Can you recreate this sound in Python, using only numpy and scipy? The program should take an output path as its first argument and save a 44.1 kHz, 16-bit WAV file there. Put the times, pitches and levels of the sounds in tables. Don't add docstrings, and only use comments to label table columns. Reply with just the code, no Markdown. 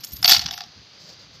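import sys
import numpy as np
from scipy import signal
from scipy.fft import rfft, irfft
from scipy.io import wavfile
from scipy.ndimage import uniform_filter1d

SR = 44100
rng = np.random.default_rng(int(sys.argv[2]) if len(sys.argv) > 2 else 0)


def decibels_to_gain(level_db):
    exponent = np.asarray(level_db, float) / 20
    return 10 ** exponent


def dump_mix(stems):
    frames = np.atleast_2d(stems).T
    limited = np.clip(frames, -1, 1)
    pcm = np.round(limited * 32767).astype(np.int16)
    wavfile.write(sys.argv[1], SR, pcm)


N = 61739

# time in seconds, rumble level in dB, deep share in dB.
GRIP = [(0.0, -52.5, -15), (.084, -60.5, -17), (.14, -43.5, 5), (.178, -57, 3), (.202, -41, -2.5),
        (.346, -53, -7), (.376, -36.5, -4), (.428, -50.5, 1), (.458, -39.5, -4), (.54, -53.5, -3),
        (.614, -56.5, -14), (.668, -54, -7), (.746, -65, -8), (.774, -52, -4), (.808, -49, -3),
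        (.856, -63.5, -11), (1.1, -58.5, -15), (1.4, -52.5, -2.5)]
# frequency in Hz, level in dB.
RUMBLE_SPECTRUM = [(75, -8.5), (100, 1), (200, -5), (290, -12.5), (400, -34)]
# frequency in Hz, level in dB.
DEEP_SPECTRUM = [(15, -24), (40, -14), (70, 1), (85, -5)]
# frequency in Hz, level in dB.
HISS_SPECTRUM = [(250, -6), (800, -10.5), (2600, -9.5), (4800, -3.5), (6300, -9), (7600, -33), (9000, -40),
                 (15400, -39)]
# struck at in seconds, caught at in seconds, pitch in Hz.
COIN_RINGS = [(0, .028, 13076), (0, .02, 12700), (.041, .12, 13314), (.122, .25, 13076), (.124, .2, 12742),
              (.218, .24, 10250), (.228, .275, 12742), (.252, .3, 13314), (.281, .3, 13314),
              (.3, .316, 10800), (.317, .333, 13200), (.35, .5, 12742), (.51, .59, 13076),
              (.537, .625, 12742), (.123, .138, 13340), (.041, .052, 10800)]
COIN_RING_DB = [-56.5, -47.5, -40.5, -34, -41, -45, -28.5, -21, -14, -26.5, -22.5, -38.5, -42.5, -46, -34,
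                -43]
# start in seconds, peak in dB, shell bass in dB, treble in dB.
PALM_KNOCKS = [ (.0055, -33, -31, 6.5), (0.0361, -26, -45, 8), (0.0393, -21.5, -27, 7),
               (0.0459, -27, -36.5, 19.5), (0.0692, -33.5, -19.5, 1.5), (0.1087, -36.5, -14.5, 14),
               (0.1193, -34.5, -32.5, 14.5), (.126, -35, -25, 14), (0.132, -32.5, -18.5, 10),
               (0.1615, -33, -38, 6), (0.1668, -28.5, -48, 12), (0.217, -48, -13, 21)]
# start in seconds, peak in dB, shell bass in dB, treble in dB,
# pitch favoured by the spot struck in Hz.
POUR_KNOCKS = [(0.2276, -12, 6, 5, 5300), (0.2422, -13, 6, 8, 4530), (0.2451, 0, 4.5, 0, 4590),
               (0.2497, -15, 4, -6.5, 4550), (0.2552, -7.5, 2.5, -6.5, 3390), (.2572, -1.5, -1, -7.5, 3410),
               (0.2765, -8, 0, -1.5, 4580), (0.2781, -2, 2, -1, 4650), (.281, -13, -4.5, 5, 3420),
               (.2855, -6.5, -1, 8, 5000), (0.2902, -11.5, 4.5, 0.5, 4630), (.2938, 1.5, 2, 4.5, 4560),
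               (.299, -2, -4.5, -1, 5640), (.3015, -2, 3.5, 0, 4560), (.308, -5.5, 0, -1, 3800),
               (0.3107, 0.5, -4, 1, 3740), (0.3137, -7, -4, -0.5, 3880), (.3168, -1, -5, 6, 4720),
               (0.3198, 1, -6, -1, 5180), (0.3219, 2.5, -5.5, -1.5, 4620), (.327, -12.5, 2.5, 0, 3500),
               (0.331, -7, 2, 2, 5210), (0.3333, -3.5, -5.5, 0.5, 4480), (.338, -4.5, 0.5, 2, 4300),
               (0.3427, -4.5, -1, -1, 4340), (.347, -3, -2.5, -5, 4450), (.350, -9.5, 2, -1.5, 2940),
               (.3535, -11, -4, 1.5, 4780), (0.3587, -13.5, 4.5, 0, 4600), (0.3642, -3.5, -14, -9.5, 2860),
               (0.3668, -11.5, -10, -7, 4700), (.369, -13, -3, -5.5, 4640), (.377, -20.5, 9, 2, 4000),
               (0.382, -16, -6, 6.5, 3960), (.3935, -10.5, -12, -7, 4190), (.396, -16.5, -9, -8, 3364)]
# start in seconds, peak in dB, shell bass in dB, treble in dB, favoured pitch in Hz.
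SETTLE_KNOCKS = [(.409, -26, -4, -0.5, 4330), (.4125, -19.5, -1, -2, 4330), (.4175, -17, -6, -4.5, 5100),
                 (.420, -22.5, -3, -3, 3100), (.4245, -24.5, 6, -4, 5000), (.439, -23.5, 4, 1, 5200),
                 (.4597, -15, -15, -11.5, 5195), (.4617, -10.5, -10, -13.5, 2900),
                 (.464, -18, -9, -14.5, 4820), (.478, -23, 1, -9, 2900), (.485, -21, 3, -13, 2960),
                 (.4885, -24.5, 10, -17, 5630), (.5088, -18, 10.5, -2, 5200), (.5108, -28, 15, -2.5, 1800),
                 (.526, -29.5, 7, 0.5, 5000), (.5285, -24.5, 5, -2, 2980), (.5352, -20.5, 5.5, -4, 4930),
                 (.5395, -22.5, 7.5, -3, 4810), (.543, -31, 7, -5, 4700), (.5772, -21.5, 10, 1.5, 5700),
                 (.587, -28.5, 1, -2.5, 4800), (.6060, -19.5, 11, -10.5, 4960), (.617, -28, 4, -5.5, 4930),
                 (.6372, -25, 1, -14, 1270), (.935, -40, -10, -27, 4530)]
# time in seconds, level in dB, treble in dB.
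SLIDING = [(0, -47, -6.5), (.05, -51, 17.5), (.2, -72.5, 30.5), (.25, -31, -9), (.275, -29.5, 10),
           (.3, -13, 2.5), (.33, -21, -9.5), (.4, -34.5, 2.5), (.55, -39.5, -24.5), (.66, -45, -8),
           (.72, -85, -2)]
# frequency in Hz, level in dB.
SHELL_LOUDNESS = [(800, -37), (1000, -19.5), (2000, -17.5), (5400, 0), (8500, -26), (12000, -25),
                  (13300, -11.5), (15400, -30.5)]
# frequency in Hz, level in dB, time to fall 60 dB in seconds.
BOWL_MODES = [(712, -4, .06), (785, -5, .05), (835, -7, .05), (1355, -12, .025), (1793, -8.5, .025),
              (2180, -9, .025), (2630, -8, .025), (2930, -5, .024), (3440, 1, .026), (3830, -1, .028),
              (4377, -1, .03), (4620, 2, .024), (5100, -5, .03), (5700, -3, .025)]
# start in seconds, hold in seconds, level in dB.
BRUSH_STROKES = [
    (0.984, 0.084, -49),
    (1.078, 0.039, -50.5),
    (1.18, 0.023, -54),
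    (1.321, 0.015, -52),
]
# frequency in Hz, level in dB.
BRUSH_SPECTRUM = [(150, 9.5), (300, -14), (560, -0.5), (900, -16.5), (3000, -16.5), (4800, 2.5),
                  (7000, -13), (9000, -36), (15300, -26)]


def rms_one(x):
    return x / np.sqrt(np.mean(x ** 2) + 1e-20)


def in_time(rows, index=1):
    rows = np.array(rows)
    return np.interp(np.arange(N) / SR, rows[:, 0], rows[:, index])


def at_hz(points, hz):
    points = np.array(points)
    return np.interp(np.log(hz), np.log(points[:, 0]), points[:, 1])


def drift(rate_hz):
    r = np.exp(-2 * np.pi * rate_hz / SR)
    noise = rng.standard_normal(2 * N)
    return rms_one(signal.lfilter([1], [1, -2 * r, r * r], noise)[N:])


def coloured(spectrum):
    hz = np.maximum(np.fft.rfftfreq(N, 1 / SR), 1)
    inside = (hz > spectrum[0][0]) & (hz < spectrum[-1][0])
    white = rfft(rng.standard_normal(N))
    return rms_one(irfft(white * decibels_to_gain(at_hz(spectrum, hz)) * inside, N))


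def ring(clicks, hz, t60):
    r, w = decibels_to_gain(-60 / (t60 * SR)), 2 * np.pi * hz / SR
    return signal.lfilter([0, np.sin(w)], [1, -2 * r * np.cos(w), r * r], clicks + 1e-18)


def evened(x):
    return x / np.sqrt(uniform_filter1d(x ** 2, int(0.04 * SR)) + 0.046)


def handling():
    mid, deep = evened(coloured(RUMBLE_SPECTRUM)), evened(coloured(DEEP_SPECTRUM))
    press = decibels_to_gain(in_time(GRIP) - 1.5 + 1.9 * drift(45.18))
    return press * (mid + decibels_to_gain(in_time(GRIP, index=2) - 0.5) * deep)


def microphone_hiss():
    hiss_db, port_hz, port_t60_s, port_db = -50.5, 5000, 0.006, -8.5
    hiss = coloured(HISS_SPECTRUM)
    port = rms_one(ring(hiss, port_hz, port_t60_s))
    return decibels_to_gain(hiss_db + 0.5 * drift(10)) * (hiss + decibels_to_gain(port_db) * port)


def coins():
    rise_s, t60_s, catch_s = 0.003, 0.27, 0.0037
    pair_hz, tumble_db = 38, 4
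    t, out = np.arange(N) / SR, np.zeros(N)
    phases = rng.random((len(COIN_RINGS), 2))
    for (struck, caught, hz), db, turn in zip(COIN_RINGS, COIN_RING_DB, phases):
        age = np.maximum(t - struck, 0)
        rise = 1 - np.exp(-age / rise_s)
        damping = np.exp(-np.maximum(t - caught, 0) / catch_s)
        shape = rise * decibels_to_gain(db - 60 * age / t60_s) * damping
        tone = np.sin(2 * np.pi * (hz * t + turn[0]))
        partner = 0.14 * np.sin(2 * np.pi * ((hz + pair_hz) * t + turn[1]))
        out += shape * decibels_to_gain(tumble_db * drift(66)) * (tone + partner)
    return out


def sliding_patter():
    clicks_per_s = 2000
    happens = rng.random(N) < clicks_per_s / SR * decibels_to_gain(4 * drift(40))
    strength = decibels_to_gain(4.36 * np.minimum(rng.exponential(size=N), 4))
    clicks = happens * strength * rng.choice([-1, 1], N)
    return rms_one(clicks) * decibels_to_gain(in_time(SLIDING) - 28.5)


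def hopper():
    mode_count, shell_t60_s, t60_slope = 140, 0.02, 0.18
    touches, chatter_s, chatter_loss_db = 6, 0.0015, 4
    knock_db, mode_spread_db, boom_db, sliding_in_bowl_db = -24.5, 3, 3, -6.5
    palm_hz, favour_db, favour_octaves = 5500, 10, 0.051
    boom_below_hz, bass_below_hz, treble_above_hz, soft_above_hz, low_cut_hz = 900, 4600, 6300, 6900, 620

    palm = [(*row, palm_hz) for row in PALM_KNOCKS]
    s, db, bass_db, treble_db, spot_hz = np.transpose([*palm, *POUR_KNOCKS, *SETTLE_KNOCKS])
    crowd = (np.linspace(28, 124, mode_count) + rng.uniform(-0.35, 0.35, mode_count)) ** 2
    modes = [(hz, at_hz(SHELL_LOUDNESS, hz), shell_t60_s * (hz / 3000) ** t60_slope) for hz in crowd]
    modes = [*modes, *BOWL_MODES]

    first = np.arange(touches) == 0
    late = rng.random((len(s), touches)) * ~first
    when = ((s[:, None] + chatter_s * late) * SR).astype(int)
    signs = rng.choice([-1, 1], (len(s), len(modes), touches))
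    spread = rng.standard_normal((len(s), len(modes)))
    patter = sliding_patter()
    bright_patter = patter * decibels_to_gain(in_time(SLIDING, index=2))

    body, treble = np.zeros(N), np.zeros(N)
    for k, (hz, mode_db, t60) in enumerate(modes):
        high = hz > treble_above_hz
        alternate = (-1) ** k
        clicks = (bright_patter if high else patter) * alternate
        if k >= mode_count:
            clicks = clicks * decibels_to_gain(sliding_in_bowl_db)
        if hz < boom_below_hz:
            strength_db = db + knock_db + boom_db + bass_db + 2 * spread[:, k]
            push = first * alternate
        else:
            low = np.clip(0.61 * np.log2(bass_below_hz / hz), 0, 1)
            tilt_db = low * np.maximum(bass_db, 0) + high * treble_db
            spot_db = favour_db * np.exp(-(np.log2(hz / spot_hz) / favour_octaves) ** 2)
            strength_db = db + knock_db + tilt_db + spot_db + mode_spread_db * spread[:, k]
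            push = signs[:, k]
        np.add.at(clicks, when, decibels_to_gain(strength_db)[:, None] * push * decibels_to_gain(-chatter_loss_db * late))
        ringing = decibels_to_gain(mode_db) * ring(clicks, hz, t60)
        if high:
            treble += ringing
        else:
            body += ringing
    soften = signal.butter(4, soft_above_hz, fs=SR, output="sos")
    low_cut = signal.cheby2(8, 22, low_cut_hz, "high", fs=SR, output="sos")
    return signal.sosfilt(low_cut, signal.sosfilt(soften, body) + treble)


def room(x):
    t60_s, wall_cut_hz, first_echo_s = 0.44, 2360, 0.008
    t = np.arange(SR // 2) / SR
    tail = rng.standard_normal(len(t)) * decibels_to_gain(-60 * t / t60_s) * (t > first_echo_s)
    tail = signal.sosfilt(signal.butter(1, wall_cut_hz, fs=SR, output="sos"), tail)
    return signal.fftconvolve(x, tail / np.sqrt(np.sum(tail ** 2)))[:N]


def brush():
    rise_s, fall_s = 0.02, 0.032
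    shape = np.zeros(N)
    for s, hold, db in BRUSH_STROKES:
        full = s + rise_s
        lift = full + hold
        shape += decibels_to_gain(db) * in_time([(s, 0), (full, 1), (lift, 1), (lift + fall_s, 0)])
    return shape * decibels_to_gain(1.6 * drift(95)) * coloured(BRUSH_SPECTRUM)


def scene():
    room_db = -21
    steady = handling() + microphone_hiss()
    near = coins() + hopper()
    return (near + decibels_to_gain(room_db) * room(near) + steady + brush())[None]


def top_cut(x):
    return signal.sosfilt(signal.butter(12, 15480, fs=SR, output="sos"), x)


def record(dry):
    limit, lopsided, cutoff_hz = 2.49, 0.11, 16500
    uneven = signal.sosfilt(signal.butter(2, 200, "high", fs=SR, output="sos"), dry ** 2)
    bent = limit * np.tanh((dry + lopsided * uneven) / limit)
    cut = signal.sosfilt(signal.cheby2(8, 40, cutoff_hz, fs=SR, output="sos"), bent)
    return top_cut(np.clip(cut, -1, 1))


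dry = scene()
out = record(dry)
dump_mix(out)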